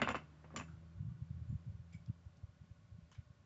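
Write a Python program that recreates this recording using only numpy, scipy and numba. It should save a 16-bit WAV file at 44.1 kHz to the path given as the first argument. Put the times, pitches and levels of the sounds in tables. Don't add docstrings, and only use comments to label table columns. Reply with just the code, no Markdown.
import sys
import numpy as np
from scipy import signal
from scipy.io import wavfile
from scipy.ndimage import uniform_filter1d
from numba import njit

SR = 44100
rng = np.random.default_rng(int(sys.argv[2]) if len(sys.argv) > 2 else 0)


def boost_factor(decibels):
    exponent = np.asarray(decibels, float) / 20
    return 10 ** exponent


def wav_record(signal):
    frames = np.transpose(np.atleast_2d(signal))
    bounded = np.clip(frames, -1, 1)
    quanta = np.round(bounded * 32767).astype(np.int16)
    wavfile.write(sys.argv[1], SR, quanta)


N = 152145


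def level(x, db):
    return x * boost_factor(db) / np.sqrt(np.mean(x ** 2))


def peak(x):
    return x / np.abs(x).max()


@njit
def svf(x, hz, width):
    y, band, low = np.empty(len(x)), 0., 0.
    g, damping = np.tan(np.pi * hz / SR), width / hz
    for i in range(len(x)):
        v = (band + g * (x[i] - low)) / (1 + g * (g + damping))
        band, low = 2 * v - band, low + 2 * g * v
        y[i] = damping * v
    return y


def walk(rate):
    hold = int(SR / rate)
    steps = np.repeat(rng.standard_normal(N // hold + 1), hold)
    return 1.45 * uniform_filter1d(uniform_filter1d(steps, hold), hold)[:N]


def add(out, s, x):
    i = max(int(s * SR), 0)
    out[i:i + len(x)] += x[:N - i]


def rattle(t60, crack_db):
    size, hits_per_s, rattle_db, scatter_db = 8192, 3500, -15.5, 3.5
    chance, side, strength = rng.random((3, size))
    happens = chance < hits_per_s / SR
    hits = happens * np.sign(side - .5) * boost_factor(-scatter_db * np.log(strength + 1e-9))
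    x = boost_factor(rattle_db) * hits * boost_factor(-60 * np.arange(size) / SR / max(t60, .005))
    x[0] += boost_factor(crack_db)
    return x


def ring(x, modes, widen):
    out = 0
    for k, (hz, width, db) in enumerate(modes):
        pitch_off, level_off = 1 + .01 * rng.standard_normal(2)
        gain = (-1) ** k * boost_factor(db + 55 * (level_off - 1)) / np.sqrt(width * widen)
        out = out + gain * svf(x, hz * pitch_off, width * widen)
    return out


def snap_cycle(cut_hz):
    turn = np.arange(128) / SR * 0.36 * cut_hz
    return peak(np.sin(2 * np.pi * turn) * np.exp(-(2 * (turn - 1)) ** 2))


def knocks():
    # t/s, peak level/dB, treble share/dB, rattle t60/s, contact cut-off f/Hz
    knock_list = [(.0, -43, -22.5, 0.069, 2045), (0.017, -22.5, -22, 0.066, 3910),
                  (.024, -34.5, -30.5, 0.24, 3450), (.074, -28, -31.5, 0.17, 2890),
                  (.088, -26.5, -21, 0.04, 3900), (0.104, -33, -21, 0.082, 2900),
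                  (.145, -33, -30.5, 0.051, 2600), (.153, -36.5, -21.5, 0.11, 3700),
                  (0.443, -53.5, -46, 0.095, 2010), (.505, -59, -29.5, 0.24, 1780),
                  (.539, -49.5, -34, 0.29, 934), (0.5613, -36.5, -10, 0.11, 4700),
                  (0.574, -46.5, -15.5, 0.036, 3940), (0.589, -44.5, -6.5, 0.06, 2500),
                  (.598, -45, -14, 0.15, 2500), (0.61, -46.5, -24.5, 0.062, 3020)]
    # f/Hz, width/Hz, level/dB
    body_modes = [(512, 22, 0), (643, 54, -1.5), (1092, 32, 6.5), (1420, 65, 5.5), (1830, 61, -12),
                  (2050, 24, 1), (2620, 59, -5), (3120, 120, 2), (3460, 180, -5)]
    # f/Hz, width/Hz, level/dB
    stud_modes = [(3730, 960, -1), (4460, 770, -4), (5850, 720, 0.5), (7150, 340, 2)]
    knock_db, treble_gain_db, broad_db, table_db, snap_db = -4, 7, 8.5, -8.5, 3.5
    boom_lag_s = .005
    out = np.zeros(N)
    for s, db, treble_db, t60, cut_hz in knock_list:
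        force = rattle(t60, crack_db=-6)
        studs = peak(ring(force, stud_modes, widen=0.96))
        soft = signal.butter(3, 0.94 * cut_hz, fs=SR)
        dull = peak(signal.lfilter(*soft, force))
        body = peak(ring(dull, body_modes, widen=2.1))
        body = body + boost_factor(broad_db) * svf(dull, 2000.0, 1700.0)
        boom = svf(dull, 125., 60.0) + 3 * svf(dull, 230., 37.0) + .6 * svf(dull, 354.0, 61.0)
        add(out, s, boost_factor(db + knock_db) * (body + boost_factor(treble_db + treble_gain_db) * studs))
        dulling_db = 0.54 * max(treble_db + 24.5, 0)
        add(out, s, boost_factor(db + snap_db - dulling_db) * snap_cycle(cut_hz))
        add(out, s + boom_lag_s, boost_factor(db + knock_db) * boost_factor(table_db) * 10 * boom)
    return out


def pings():
    # t/s at the crest, level/dB, f/Hz
    rebounds = [(.0182, -38, 1975), (.0264, -42, 2790), (0.0335, -39.5, 2860), (0.0344, -47, 1290),
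                (.033, -47.5, 3590), (0.049, -41, 1500), (0.048, -43, 2790), (0.055, -45.5, 2670),
                (0.0193, -52.5, 6800), (.076, -61.5, 4950), (.0748, -43.5, 1808), (.078, -43, 2300),
                (.089, -32, 1176), (.089, -52, 7000), (.1, -56.5, 7020), (0.114, -56.5, 7150),
                (.123, -59.5, 7150), (.096, -39, 1216), (.1013, -50, 2670), (.1053, -51.5, 2680),
                (.1147, -46.5, 2710), (0.1461, -46.5, 1205), (0.154, -37.5, 1200), (0.1571, -48, 2650),
                (0.1795, -56, 2550), (.442, -64, 1700), (0.5058, -59.5, 1180), (0.5569, -56, 1130),
                (0.5634, -39.5, 1114), (.564, -43, 7150), (0.5646, -50, 2990), (.572, -46, 2080),
                (.5724, -51, 3250), (0.5733, -49, 7150), (0.5786, -48, 3000), (0.5807, -50.5, 1145),
                (0.588, -56.5, 7150), (0.5927, -50, 1162), (.6, -54, 717), (0.5935, -57, 7150),
                (0.6006, -45.5, 1100), (.6009, -49.5, 2600), (0.6106, -54, 2590)]
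    # t/s at the crest, level/dB, f/Hz
    faint_rebounds = [(1.9261, -72, 2282), (1.9349, -71, 2350), (1.9388, -72, 3200), (1.9445, -59, 2255),
                      (1.9473, -71, 5060), (1.9496, -77, 7470), (1.952, -63, 2253), (1.9623, -68.5, 2290),
                      (2.075, -76, 3340), (2.0895, -76, 2756), (2.3711, -82, 5060), (3.118, -76, 6030),
                      (3.124, -70, 3030), (2.015, -78, 2230), (3.1189, -65.5, 1024), (3.1198, -67.5, 3100),
                      (3.1301, -75, 1507), (3.1307, -71.5, 2885), (3.1478, -81, 5100), (3.1486, -76, 3830),
                      (3.1513, -69, 1624), (3.1567, -70, 2320)]
    out, t = np.zeros(N), np.arange(1024) / SR
    for rows, rise_s in ((rebounds, .0014), (faint_rebounds, .002)):
        for s, db, hz in rows:
            tone = np.sin(2 * np.pi * (hz * t + rng.random()))
            swell = t / rise_s * np.exp(1 - t / rise_s)
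            add(out, s - 1.5 * rise_s, boost_factor(db + 1) * swell * tone)
    return out


def ticks():
    # t/s, peak level/dB, f/Hz, width/Hz, rattle t60/s
    tick_list = [(0.599, -63, 5850, 250, 0.069), (0.619, -70.5, 7150, 201, 0.36),
                 (0.636, -62, 2660, 90.6, 0.035), (.68, -60.5, 1420, 201, 0.23),
                 (1.09, -69.5, 1140, 149, 0.084), (1.48, -77.5, 7130, 200, 0.49),
                 (1.9244, -64.5, 2250, 1510, .25), (1.927, -65.5, 5030, 2490, 0.23),
                 (1.93, -65.5, 7250, 500, 0.1), (2.0607, -63, 5060, 3500, 0.01),
                 (2.37, -69.5, 4800, 2500, 0.03), (3.115, -62.5, 1200, 900, 0.2),
                 (3.115, -64, 6400, 1990, .12), (3.122, -68, 3100, 1500, 0.1),
                 (3.146, -71, 5900, 2500, 0.08), (3.148, -64.5, 2010, 1200, 0.25),
                 (3.152, -70, 3700, 1490, .08)]
    out = np.zeros(N)
    for s, db, hz, width, t60 in tick_list:
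        force = rattle(t60, crack_db=-12)
        note = svf(svf(force, 1. * hz, 1. * width), 1. * hz, 2. * width)
        broad = svf(force, 1. * hz, 1.1 * hz)
        add(out, s, boost_factor(db) * (peak(note) + boost_factor(-1.5) * peak(broad)))
    return out


def bump_wave(t, hz, sharpness):
    swell = np.exp(-.5 * (t * sharpness * hz / 0.53) ** 2)
    pitch = hz if sharpness == 1 else 1.15 * hz
    return swell * np.cos(2 * np.pi * (pitch * t + rng.random()))


def bumps():
    # t/s at the crest, crest level/dB, f/Hz
    bump_list = [(0.698, -49.5, 128), (0.741, -46, 113), (0.755, -63, 130), (0.778, -50.5, 86),
                 (0.849, -52, 87.5), (0.959, -51, 85.75), (0.98, -43.5, 86), (0.997, -48.5, 159),
                 (1.007, -35, 107), (1.028, -41, 139), (1.053, -39, 124), (1.07, -38.5, 121.8),
                 (1.086, -37, 131), (1.105, -44.5, 106), (1.12, -42, 133), (1.151, -44, 114), (1.195, -51, 97),
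                 (1.224, -36, 111), (1.238, -52, 132.3), (1.31, -37.5, 111), (1.327, -54, 130),
                 (1.35, -42, 105), (1.369, -41.5, 101), (1.381, -50, 148), (1.396, -45.5, 94),
                 (1.412, -68, 150), (1.421, -38, 107), (1.457, -47.5, 131), (1.485, -45, 92),
                 (1.502, -33.5, 108),
                 (1.505, -45.5, 182), (1.515, -47, 75), (1.529, -36.5, 146), (1.542, -39, 143.5),
            (1.555, -34.5, 98), (1.559, -59, 160), (1.669, -46.5, 135), (1.68, -37.5, 130),
            (1.699, -39.5, 94), (1.722, -48, 141), (1.751, -41, 91), (1.803, -45.5, 105), (1.95, -42, 137),
            (1.965, -47, 100), (2.001, -48, 105), (2.087, -41, 129), (2.098, -44, 153), (2.099, -33, 118),
            (2.11, -49, 143), (2.268, -43, 90.5), (2.44, -41, 89), (2.616, -49.5, 111),
            (2.714, -46.5, 87.6), (2.925, -47.5, 93.5), (2.951, -51, 99), (2.989, -48.5, 153),
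            (3.19, -39.5, 101.4), (3.307, -49.5, 121),
                 (2.493, -53, 94.3), (2.64, -54.5, 150), (2.76, -64, 109), (2.8, -64, 100),
              (2.849, -57, 110.3), (3.034, -50.5, 88), (3.271, -60.5, 70), (3.421, -64, 90),
              (.03, -48, 130), (.11, -43.5, 110), (0.166, -51, 140), (0.599, -49, 111), (2.099, -50, 195),
              (1.31, -56, 197)]
    half = 2048
    out, t = np.zeros(N), np.arange(-half, half) / SR
    for s, db, hz in bump_list:
        shape = bump_wave(t, hz, 1) + boost_factor(-15) * bump_wave(t, hz, 2.53)
        add(out, s - half / SR, boost_factor(db + 1.5) * shape)
    return out


def engine(t):
    # t/s, firing f/Hz, level/dB
    run = [(0, 74.95, -57), (.3, 76.13, -62.5), (.6, 79.9, -57), (.9, 82.05, -60), (1.3, 83.35, -58),
           (1.9, 83.87, -62.5), (2.3, 84.4, -70), (2.7, 83.7, -72), (3.45, 79.7, -80.5)]
    # multiple of the firing rate, level/dB
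    orders = [(1, 1.8), (2, 1.47), (4.12, -17)]
    time_s, firing_hz, run_db = np.transpose(run)
    hz = np.interp(t, time_s, firing_hz) * (1 + 0.0031 * walk(8.19))
    phase = 2 * np.pi * np.cumsum(hz) / SR
    out = 0
    for multiple, db in orders:
        wavering_db = db + 1.4 * walk(6.5)
        if multiple > 2:
            wavering_db = wavering_db - 130 * np.clip(t - 1.13, 0, .5)
        out = out + boost_factor(wavering_db) * np.sin(multiple * phase)
    return out * boost_factor(np.interp(t, time_s, run_db))


def hiss(t):
    # f/Hz, level per Hz/dB
    colour = [(24, -36), (40, -14.5), (104, -2.5), (165, -13.5), (392, -29.5), (585, -30), (1450, -33),
              (7160, -42.5), (8000, -39), (10400, -81), (17600, -120)]
    # t/s, level/dB
    swell_curve = [(0, 8), (.3, 7.5), (.7, 6), (1.1, 2.5), (1.6, 4.5), (2.2, 1.5), (3.45, -0.9)]
    # f/Hz, rms level/dB
    fan = [(581, -88), (1090, -91.5), (1464, -92)]
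    colour_hz, colour_db = np.transpose(colour)
    swell_db = np.interp(t, *np.transpose(swell_curve))
    buffet = walk(30.12)
    out = 0
    for hz in 45 * 2 ** np.arange(0, 7.6, 1 / 3):
        db = np.interp(np.log(hz), np.log(colour_hz), colour_db)
        db = db + 1.4 * min(1000 / hz, 1) * walk(11)
        if hz < 200:
            db = db + 2.7 * buffet
        swell_share = min(1200.0 / hz, hz / 246, 1)
        band = svf(svf(rng.standard_normal(N), hz, hz / 3), hz, hz / 2)
        out = out + boost_factor(db + swell_db * swell_share) * band
    out = out * boost_factor(-77) / np.std(np.diff(out[N // 2:]) * 3)
    for hz, db in fan:
        out = out + level(svf(rng.standard_normal(N), 1. * hz, 40.0), db + 4.5)
    return out


def bedroom(near):
    t = np.arange(SR // 2) / SR
    tail = rng.standard_normal(SR // 2) * boost_factor(-60 * t / 0.23) * (t > .004)
    return signal.fftconvolve(near, tail / np.sqrt(np.sum(tail ** 2)))[:N] * boost_factor(-10.5)


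def scene():
    t = np.arange(N) / SR
    near = knocks() + ticks() + pings()
    mix = near + bedroom(near) + bumps() + engine(t) + hiss(t)
    return np.tile(mix, (2, 1))


def band_limit(x):
    return signal.sosfilt(signal.butter(12, 8290, fs=SR, output="sos"), x)


def record(dry):
    x = signal.sosfilt(signal.butter(2, 58, "high", fs=SR, output="sos"), dry)
    x = signal.sosfilt(signal.butter(16, 7640, fs=SR, output="sos"), x)
    noise = level(svf(rng.standard_normal(N), 8200.0, 4000.), -104)
    mix = x + noise * np.array([[1], [-1]])
    return band_limit(mix)


dry = scene()
out = record(dry)
wav_record(out)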